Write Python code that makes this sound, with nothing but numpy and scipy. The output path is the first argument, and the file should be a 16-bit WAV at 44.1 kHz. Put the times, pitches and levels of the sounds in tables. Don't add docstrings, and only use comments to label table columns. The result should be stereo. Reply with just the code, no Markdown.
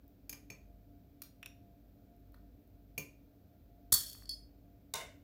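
import sys
import numpy as np
from scipy import signal
from scipy.fft import irfft
from scipy.io import wavfile
from scipy.ndimage import uniform_filter1d

SR = 44100
rng = np.random.default_rng(int(sys.argv[2]) if len(sys.argv) > 2 else 0)


def int16_out(signal):
    q = np.round(np.clip(np.atleast_2d(signal).T, -1, 1) * 32767)
    wavfile.write(sys.argv[1], SR, q.astype(np.int16))


def decibels_to_gain(level_db):
    exponent = np.asarray(level_db, float) / 20
    return 10 ** exponent


N = 230775

# start in seconds, ring level in dB, crack level in dB,
# ring length as a multiple of the table's, thud level in dB.
RIM_HITS = [
    (.2955, -30.5, -41.5, 0.39, -61),
    (.3285, -39.5, -46, 0.61, -59),
]
TAP_HITS = [
    (.5025, -39.5, -48.5, 0.69, -52.5),
]
SCOOP_HITS = [
    (1.22, -41.5, -35.5, 0.061, -87),
    (2.344, -60, -61.5, 0.011, -79),
]
BOWL_HITS = [
    (1.4295, -40.5, -49.5, 1.26, -87),
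    (1.4605, -33, -48.5, 0.74, -65),
]
MUG_HITS = [
    (2.9798, -29, -38, 0.74, -43),
]
DROP_HITS = [
    (3.9245, -12, -18, 0.11, -39.5),
    (3.9395, -13, -20, 0.146, -56.5),
]
BOUNCE_HITS = [
    (4.2565, -56.5, -54, 0.25, -81),
    (4.2935, -34, -41.5, 0.4, -66),
]
JAR_HITS = [
    (4.9392, -34.5, -23, 0.98, -66),
    (4.946, -38, -42, 1, -54),
]
# start in
# seconds, peak level in dB, centre in Hz, width in Hz, left-right difference in dB.
TICKS = [(0.081, -59.5, 14800, 4000, -5), (2.165, -69, 12200, 4000, -6), (2.322, -67, 14000, 3970, -20),
         (2.344, -53.5, 1300, 593, -5), (2.676, -68, 13000, 3970, -7), (4.15, -48, 1300, 1300, -2),
         (1.2205, -50, 1300, 800, -4), (3.926, -27, 1250, 903, 0), (4.223, -53, 1200, 1200, 10),
         (4.2235, -64, 4970, 8960, 2)]
# start in seconds, level in dB.
ROCKS = [
    (3.989, -46),
    (4.066, -44),
    (4.098, -36),
    (4.1304, -38),
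    (4.175, -50),
]

# pitch in Hz, level in dB, time to fall by 60 dB in seconds.
RIM_MODES = [(2390, -3, .06), (4500, -8, .04), (5023, -5, .04), (6385, -6, .1), (6600, -7, .1),
             (7860, -14, .04), (9884, 0, .025), (11600, -1, .045), (12750, -10, .025), (13540, -4, .02),
             (15110, -1, .025)]
TAP_MODES = [(2382, 0, .035), (2425, -4, .03), (2300, -8, .03), (2700, -10, .03), (4450, -7, .07),
             (5405, -10, .06), (6385, -4, .09), (6600, -8, .09), (7822, -15, .04), (9870, -8, .025),
             (11600, -6, .035)]
SCOOP_MODES = [(2370, 2.5, 0.16), (4330, -10, 0.27), (5670, 1, 0.47), (6840, 2.5, 0.2), (7700, -19, 0.27),
               (8350, 3, 0.24), (9440, -2, 0.29), (12710, 0, 0.27), (14730, -13, 0.32), (15150, 3, 0.2)]
BOWL_MODES = [(1600, -12, .012), (2560, 0, .04), (2740, -2, .025), (3600, -1, .012), (5626, -4, .03),
              (7200, -9, .008), (9850, -9, .01), (12600, -14, .008), (14000, -9, .007)]
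MUG_MODES = [(2382, 1, .05), (2425, -2, .04), (2300, -5, .03), (2700, -5, .035), (4450, -12, .07),
             (4662, -18, .04), (5405, -22, .04), (6385, -7, .07), (6600, -8, .09), (7822, -17, .04),
             (9410, -14, .02), (9870, -8, .02), (10340, -13, .03), (11310, -14, .025), (11600, -6, .035),
             (13540, -16, .012), (14660, -7, .012), (15070, -2, .022)]
SPOON_MODES = [(3451, -17, 0.32), (4463, -8, 0.8), (5141, -9, 0.15), (5464, -3, 0.14), (6390, -12, 0.24),
               (6778, -16, 0.28), (6896, -13, 0.28), (7020, -16, 0.32), (7278, -14, 0.26),
               (7908, -14, 0.36), (8694, -22, 0.48), (9179, -13, 0.27), (9905, -21, 0.39),
               (10130, -12, 0.19), (10770, -17, 0.26), (11560, -7, 0.19), (11690, -15, 0.28),
               (11890, -13, 0.23), (12600, 0, 0.15), (12810, -5, 0.15), (12880, -17, 0.23),
               (13150, -19, 0.24), (13310, -20, 0.25), (13750, -12, 0.24), (13900, -3, 0.14),
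               (14550, -7, 0.11), (14790, -11, 0.15), (15160, -1, 0.17), (4463, -12, .4), (3340, -16, .15)]
BOUNCE_MODES = [(1900, -23, .06), (3340, -8, .09), (4463, 0, .23), (4480, -10, .15), (4595, -13, .05),
                (5001, -5, .24), (5130, -15, .1), (5380, -8, .04), (6600, -12, .03), (9030, -14, .08),
                (9810, -6, .06), (11000, -14, .06), (13180, -12, .06)]
JAR_MODES = [(650, -5, .05), (915, 1, .08), (1060, 0, .06), (1518, -2, .08), (2075, -3, .04),
             (2649, -8, .05), (2945, -6, .06), (3677, -5, .2), (4662, -10, .02), (5265, -6, .03),
             (5771, -6, .04), (6228, -4, .04), (8200, -8, .02)]
# pitch in Hz, level in dB, time to fall by 60 dB in seconds.
TABLE_MODES = [(152.3, -0.5, .15), (206, 2.5, 0.061), (297, -3.5, 0.16), (356, -8.5, 0.11),
               (427, -2.5, 0.12), (448, -3.5, 0.11), (543, -7.5, 0.14), (665, -3.5, 0.071), (837, 0, 0.019),
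               (1022, -13, 0.2), (1300, -16, 0.013)]
BOARD_MODES = [(66, -5, 0.17), (103.8, 9, 0.057), (171, -3, 0.12), (508, 0, 0.034), (700, -3.5, 0.022),
               (1200, -2.5, 0.011), (1803, -1, 0.01)]
KNOCK_MODES = [(1430, -8, .006), (1850, -3, .012), (2690, -7.5, .01), (3330, 2, 0.011)]

# frequency in Hz, level in dB per Hz.
MUG_CRACK = [(350, -43), (600, -10.5), (1980, -8), (2370, -2), (3900, -10.5), (6430, -1.5), (8600, -14),
             (15000, -2), (16500, -25)]
SCOOP_CRACK = [(350, -65), (600, -61), (1220, -3), (2960, -6), (4360, 4.5), (7700, -14), (12900, 5.5),
               (15600, 0), (16500, 10)]
BOWL_CRACK = [(350, -49), (600, -24), (1750, -9), (2720, -6.5), (4610, -25), (5590, -21), (8600, -30),
              (14400, -41), (16500, -44)]
DROP_CRACK = [(180, -50), (400, -14.5), (1200, -19.5), (1900, -7), (2300, -23.5), (2900, -21.5),
              (3300, -3.5), (4460, -5), (5640, -7.5), (7900, -3), (10000, -2.5), (15200, -11.5),
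              (16500, -34.5)]
BOUNCE_CRACK = [(590, -89), (1000, -65), (3270, -12), (4130, -11), (4540, 6.5), (6020, -8), (9510, -8),
                (13200, -8.5), (16500, -15)]
JAR_CRACK = [(180, -40), (300, -13), (1020, -2), (1310, -21), (2100, -5), (3410, -2.5), (8300, -6.5),
             (15200, -15.5), (16500, 0)]

# frequency in Hz, left-right difference in dB.
MUG_PAN = [(60, 22), (180, -2), (550, -2.5), (1650, -6), (4970, 1.5), (15000, -16.5)]
BOWL_PAN = [(60, -17), (180, -23), (550, -17), (1650, 2), (4970, -6.5), (15000, 0)]
SPOON_PAN = [(60, 11.5), (180, 5), (550, 5.5), (1650, -4), (4970, 3.5), (15000, -5.5)]
JAR_PAN = [(60, 10), (180, -2), (550, -6.5), (1650, -3), (4970, -2), (15000, -3)]
# frequency in Hz, likeness from 0 to 1.
CRACK_SAME = [(300, 0.89), (2000, 0.693), (6000, 0.32), (11000, .94)]

# centre in Hz, width in Hz, level in dB.
TRAY = [(662, 270, 5.5), (940, 530, 1), (1538, 350, 0.5), (2120, 310, 5), (2860, 500, 0.5), (3610, 230, -3),
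        (5240, 4100, -2)]
# centre in Hz, width in Hz, level in dB, extra dB per dB of pressure.
GRIT = (9000, 9000, -19, 1.3)

# frequency in Hz, level in dB per Hz.
KITCHEN_COLOUR = [(15, -46.5), (25, -15.5), (53, -1), (192, -15), (252, -9.5), (288, -12.5), (313, -19.5),
                  (399, -19.5), (651, -23.5), (706, -26), (952, -34.5), (3910, -40), (9580, -53.5),
                  (14800, -35.5), (16500, -54)]
# frequency in Hz, likeness from 0 to 1.
KITCHEN_SAME = [(60, 0.96), (130, 1), (290, 0.53), (640, 0.54), (1410, 0.28), (3100, 0.45), (6820, 0.53),
                (15000, 1)]
# frequency in Hz, left-right difference in dB.
KITCHEN_PAN = [(60, -3.5), (150, -2), (380, -7.5), (950, -1.5), (2380, -1), (5980, -1), (15000, -3)]
# frequency in Hz, lead in radians.
KITCHEN_LEAD = [(0, 0), (780, -0.23), (2330, 11.5), (3100, 8.5), (6370, 6.5), (15800, 6.5), (16500, 7.5)]
# pitch in Hz, width in Hz, level in dB, left-right difference in dB.
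HUM = [(49.88, 2.3, -63.5, -0.5), (98.1, 15, -68.5, 0), (192.5, 8, -76, -6.5), (285.6, 14, -70, -11),
       (615, 9.6, -84, 5.5), (692.6, 7.6, -79, -9.5)]

# frequency in Hz, time to fall by 60 dB in seconds.
WALL_DECAY = [(250, 0.58), (660, 0.22), (1740, 0.34), (4590, 0.3), (9000, 0.3), (14000, 0.21)]
# frequency in Hz, level in dB.
WALL_COLOUR = [(200, -1), (1000, 2.5), (2400, 1), (5000, 1), (10000, -0.5), (15000, 1.5)]


def evened(x):
    return x / np.sqrt(np.mean(x ** 2) + 1e-20)


def read(points, hz):
    f, value = np.transpose(points)
    return np.interp(np.log(hz + 1), np.log(f + 1), value)


def add(mix, s, sound):
    part = mix[:, round(s * SR):][:, :sound.shape[1]]
    part += sound[:, :part.shape[1]]


def sides(db):
    return decibels_to_gain(np.multiply.outer([.5, -.5], db))


def late(hz, lag):
    turns = max(round(abs(lag) * 4700), 1)
    return np.exp(-2j * np.pi * np.clip(np.outer([lag, 0], hz), -turns, turns))


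def resonate(x, hz, width):
    turn = np.exp(2j * np.pi * hz * np.arange(x.shape[-1]) / SR)
    r = np.exp(-np.pi * width / SR)
    smooth = signal.lfilter([(1 - r) ** 2], [1, -2 * r, r * r], x / turn)
    return 2 * (turn * smooth).real


def pair(shape, same):
    a, b, c, d = rng.standard_normal((4, *shape))
    same = np.clip(same, -1, 1)
    left, other = a + 1j * b, c + 1j * d
    return np.array([left, same * left + np.sqrt(1 - same ** 2) * other])


def kitchen():
    frames, hz = N // 512 + 5, np.fft.rfftfreq(2048, 1 / SR)
    patches = rng.standard_normal((frames, len(hz))).T
    patches = uniform_filter1d(patches, size=16, axis=0)
    patches = evened(uniform_filter1d(patches, size=10, axis=1))
    z = pair((frames, len(hz)), read(KITCHEN_SAME, hz)).transpose(0, 2, 1)
    z = z * decibels_to_gain(read(KITCHEN_COLOUR, hz)[:, None] + 0.24 * patches)
    z = z * sides(read(KITCHEN_PAN, hz))[..., None]
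    z[0] *= np.exp(1j * read(KITCHEN_LEAD, hz))[:, None]
    out = decibels_to_gain(-62) * evened(signal.istft(z, nperseg=2048, noverlap=1536)[1][:, :N])
    drive = pair((N,), 0.91).real
    for f, width, db, pan_db in HUM:
        out = out + decibels_to_gain(db) * sides(pan_db)[:, None] * evened(resonate(drive, f, width))
    return out


def ticks():
    out, t = np.zeros((2, N)), np.arange(600) / SR
    for s, db, hz, width, pan_db in TICKS:
        burst = evened(resonate(pair(t.shape, 0.18).real, hz, width)) * np.exp(-t / 0.0012)
        add(out, s - .0005, decibels_to_gain(db + 2) * sides(pan_db)[:, None] * burst)
    return out


def walls(x):
    first_s, length = .0135, SR // 2
    taps = np.zeros((2, length))
    at = np.arange(round(first_s * SR), length - 12, 12)
    at = at + rng.integers(0, 12, (2, len(at)))
    np.put_along_axis(taps, at, rng.choice([-1., 1.], at.shape), axis=1)
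    taps[1] = .5 * taps[0] + taps[1]
    since = np.maximum(np.arange(length) / SR - first_s, 0)
    taps = taps * (1 + 0.91 * np.exp(-since / 0.0029))
    hz, t, z = signal.stft(taps, SR, nperseg=256)
    level_db = read(WALL_COLOUR, hz)[:, None] - 60 * t / read(WALL_DECAY, hz)[:, None]
    tail = signal.istft(z * decibels_to_gain(level_db), SR, nperseg=256)[1]
    return signal.fftconvolve(x, tail / np.linalg.norm(tail[0]), axes=1)[:, :N]


def crack(colour, pan, lag, tilt_db, length, rise):
    hz, t = np.fft.rfftfreq(2048, 1 / SR), np.arange(2048) / SR
    z = pair(hz.shape, read(CRACK_SAME, hz)) * sides(read(pan, hz)) * late(hz, lag)
    z = z * decibels_to_gain(read(colour, hz) + tilt_db * np.log2(hz / 4000 + 1e-2))
    return evened(irfft(z)) * (1 - np.exp(-(t / rise) ** 2)) * np.exp(-(t / length) ** 2)


def ring(modes, pan, lag, tilt_db, damping, rise):
    hz, db, t60 = np.transpose(modes)
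    t = np.arange(SR // 2) / SR
    phase = np.exp(1j * np.pi * (.5 * rng.random(len(hz)) - .75)) * late(hz, lag)
    level = decibels_to_gain(db + tilt_db * np.log2(hz / 4000)) * sides(read(pan, hz))
    t60 = np.minimum(t60, 1) * abs(damping) + 0.0029
    waves = np.exp(np.outer(2j * np.pi * hz - np.log(1000) / t60, t))
    return ((level * phase) @ waves).real / np.linalg.norm(level) * (1 - np.exp(-t / rise))


def strikes(hits, modes, colour, body, pan, lag, length, rise, bright_db):
    out, usual_db = np.zeros((2, N)), np.mean(hits, axis=0)[1]
    for s, ring_db, crack_db, damping, thud_db in hits:
        tilt_db = bright_db + 0.35 * (ring_db - usual_db)
        add(out, s - .001, decibels_to_gain(ring_db + 6.5) * ring(modes, pan, lag, tilt_db, damping, rise))
        add(out, s - .001 - rise, decibels_to_gain(crack_db) * crack(colour, pan, lag, tilt_db, length, rise))
        add(out, s - .001, decibels_to_gain(thud_db + 11.0) * ring(body, pan, lag, 0, 1, rise=0.001))
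    return out


def rim_clinks():
    return strikes(RIM_HITS, RIM_MODES, MUG_CRACK, TABLE_MODES, MUG_PAN,
                   lag=0.000413, length=0.011, rise=0.00067, bright_db=-0.6)


def mug_tap():
    return strikes(TAP_HITS, TAP_MODES, MUG_CRACK, TABLE_MODES, MUG_PAN,
                   lag=0.000385, length=0.0095, rise=0.001273, bright_db=-3.5)


def scoops():
    return strikes(SCOOP_HITS, SCOOP_MODES, SCOOP_CRACK, TABLE_MODES, BOWL_PAN,
                   lag=-0.00011, length=0.0079, rise=0.00037, bright_db=-2.5)


def bowl_clinks():
    return strikes(BOWL_HITS, BOWL_MODES, BOWL_CRACK, TABLE_MODES, BOWL_PAN,
                   lag=-0.000091, length=0.0089, rise=0.00048, bright_db=2.0)


def mug_clink():
    return strikes(MUG_HITS, MUG_MODES, MUG_CRACK, TABLE_MODES, MUG_PAN,
                   lag=0.000395, length=0.013, rise=0.00088, bright_db=0.1)


def spoon_drop():
    return strikes(DROP_HITS, SPOON_MODES, DROP_CRACK, BOARD_MODES, SPOON_PAN,
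                   lag=.00021, length=0.013, rise=0.0031, bright_db=3.0)


def rattle():
    start_s, length_s, lag = 3.951, .289, .00021
    start_db, loss_db_per_s, rock_s, dip_db = -37.5, 93.5, 0.28, 3
    t, out = np.arange(0, length_s, 1 / SR), np.zeros((2, N))
    force_db = start_db - loss_db_per_s * t - dip_db * np.sin(np.pi * (t - .04) / rock_s) ** 2
    contacts = (rng.random(len(t)) < 3000 / SR) * rng.standard_normal(len(t))
    contacts = evened(contacts) * decibels_to_gain(force_db)
    for s, db in ROCKS:
        contacts[min(round((s - start_s) * SR), len(t) - 1)] += decibels_to_gain(db + 12.5)
    touch = ring(SPOON_MODES, SPOON_PAN, lag, -2.5, 0.035, 0.00041)[:, :2048]
    touch = touch + 0.093 * crack(DROP_CRACK, SPOON_PAN, lag, 0, 0.009, 0.00018)
    touch = touch + 0.18 * ring(KNOCK_MODES, SPOON_PAN, lag, 0, 0.89, 0.0003)[:, :2048]
    add(out, start_s, signal.fftconvolve(contacts[None], touch / np.linalg.norm(touch[0]), axes=1))
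    return out


def spoon_bounce():
    return strikes(BOUNCE_HITS, BOUNCE_MODES, BOUNCE_CRACK, BOARD_MODES, SPOON_PAN,
                   lag=.00021, length=0.006, rise=0.000874, bright_db=-3.0)


def jar_slide():
    land_s, scrape_s, scrape_db, ease_db_per_s = 4.938, 0.08, -48, 153.5
    t, out = np.arange(0, N / SR - land_s, 1 / SR), np.zeros((2, N))
    slips = pair(t.shape, 0.52).real * decibels_to_gain(2.4 * rng.exponential(1, len(t)))
    tray = evened(sum(decibels_to_gain(db) * evened(resonate(slips, f, w)) for f, w, db in TRAY))
    press_db = scrape_db - ease_db_per_s * np.maximum(t - scrape_s, 0)
    hz, width, grit_db, growth = GRIT
    grit = decibels_to_gain(grit_db + growth * (press_db + 54.5)) * evened(resonate(slips, hz, width))
    add(out, land_s, (tray + grit) * decibels_to_gain(press_db) * np.minimum(t / 0.0022, 1))
    return out


def jar_landing():
    return strikes(JAR_HITS, JAR_MODES, JAR_CRACK, TABLE_MODES, JAR_PAN,
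                   lag=-.0002, length=.005, rise=.001, bright_db=0)


def scene():
    sources = [(rim_clinks(), -7.5), (mug_tap(), -5.5), (scoops() + ticks(), -6.5), (bowl_clinks(), -11.5),
               (mug_clink(), -6), (spoon_drop() + rattle(), -7.5), (spoon_bounce(), -3), (jar_landing(), -2)]
    close = sum(sound for sound, db in sources)
    sent = sum(decibels_to_gain(db) * sound for sound, db in sources)
    return close + walls(sent) + jar_slide() + kitchen()


def low_pass(x):
    return signal.sosfilt(signal.butter(12, 16950, fs=SR, output="sos"), x)


def record(dry):
    bass_cut = signal.butter(N=4, Wn=40, btype="high", fs=SR, output="sos")
    thinned = signal.sosfilt(bass_cut, dry)
    treble_cut = signal.firwin(255, 15900, window=("kaiser", 5), fs=SR)
    limited = signal.oaconvolve(thinned, treble_cut[None], "same")
    return low_pass(limited)


dry = scene()
out = record(dry)
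int16_out(out)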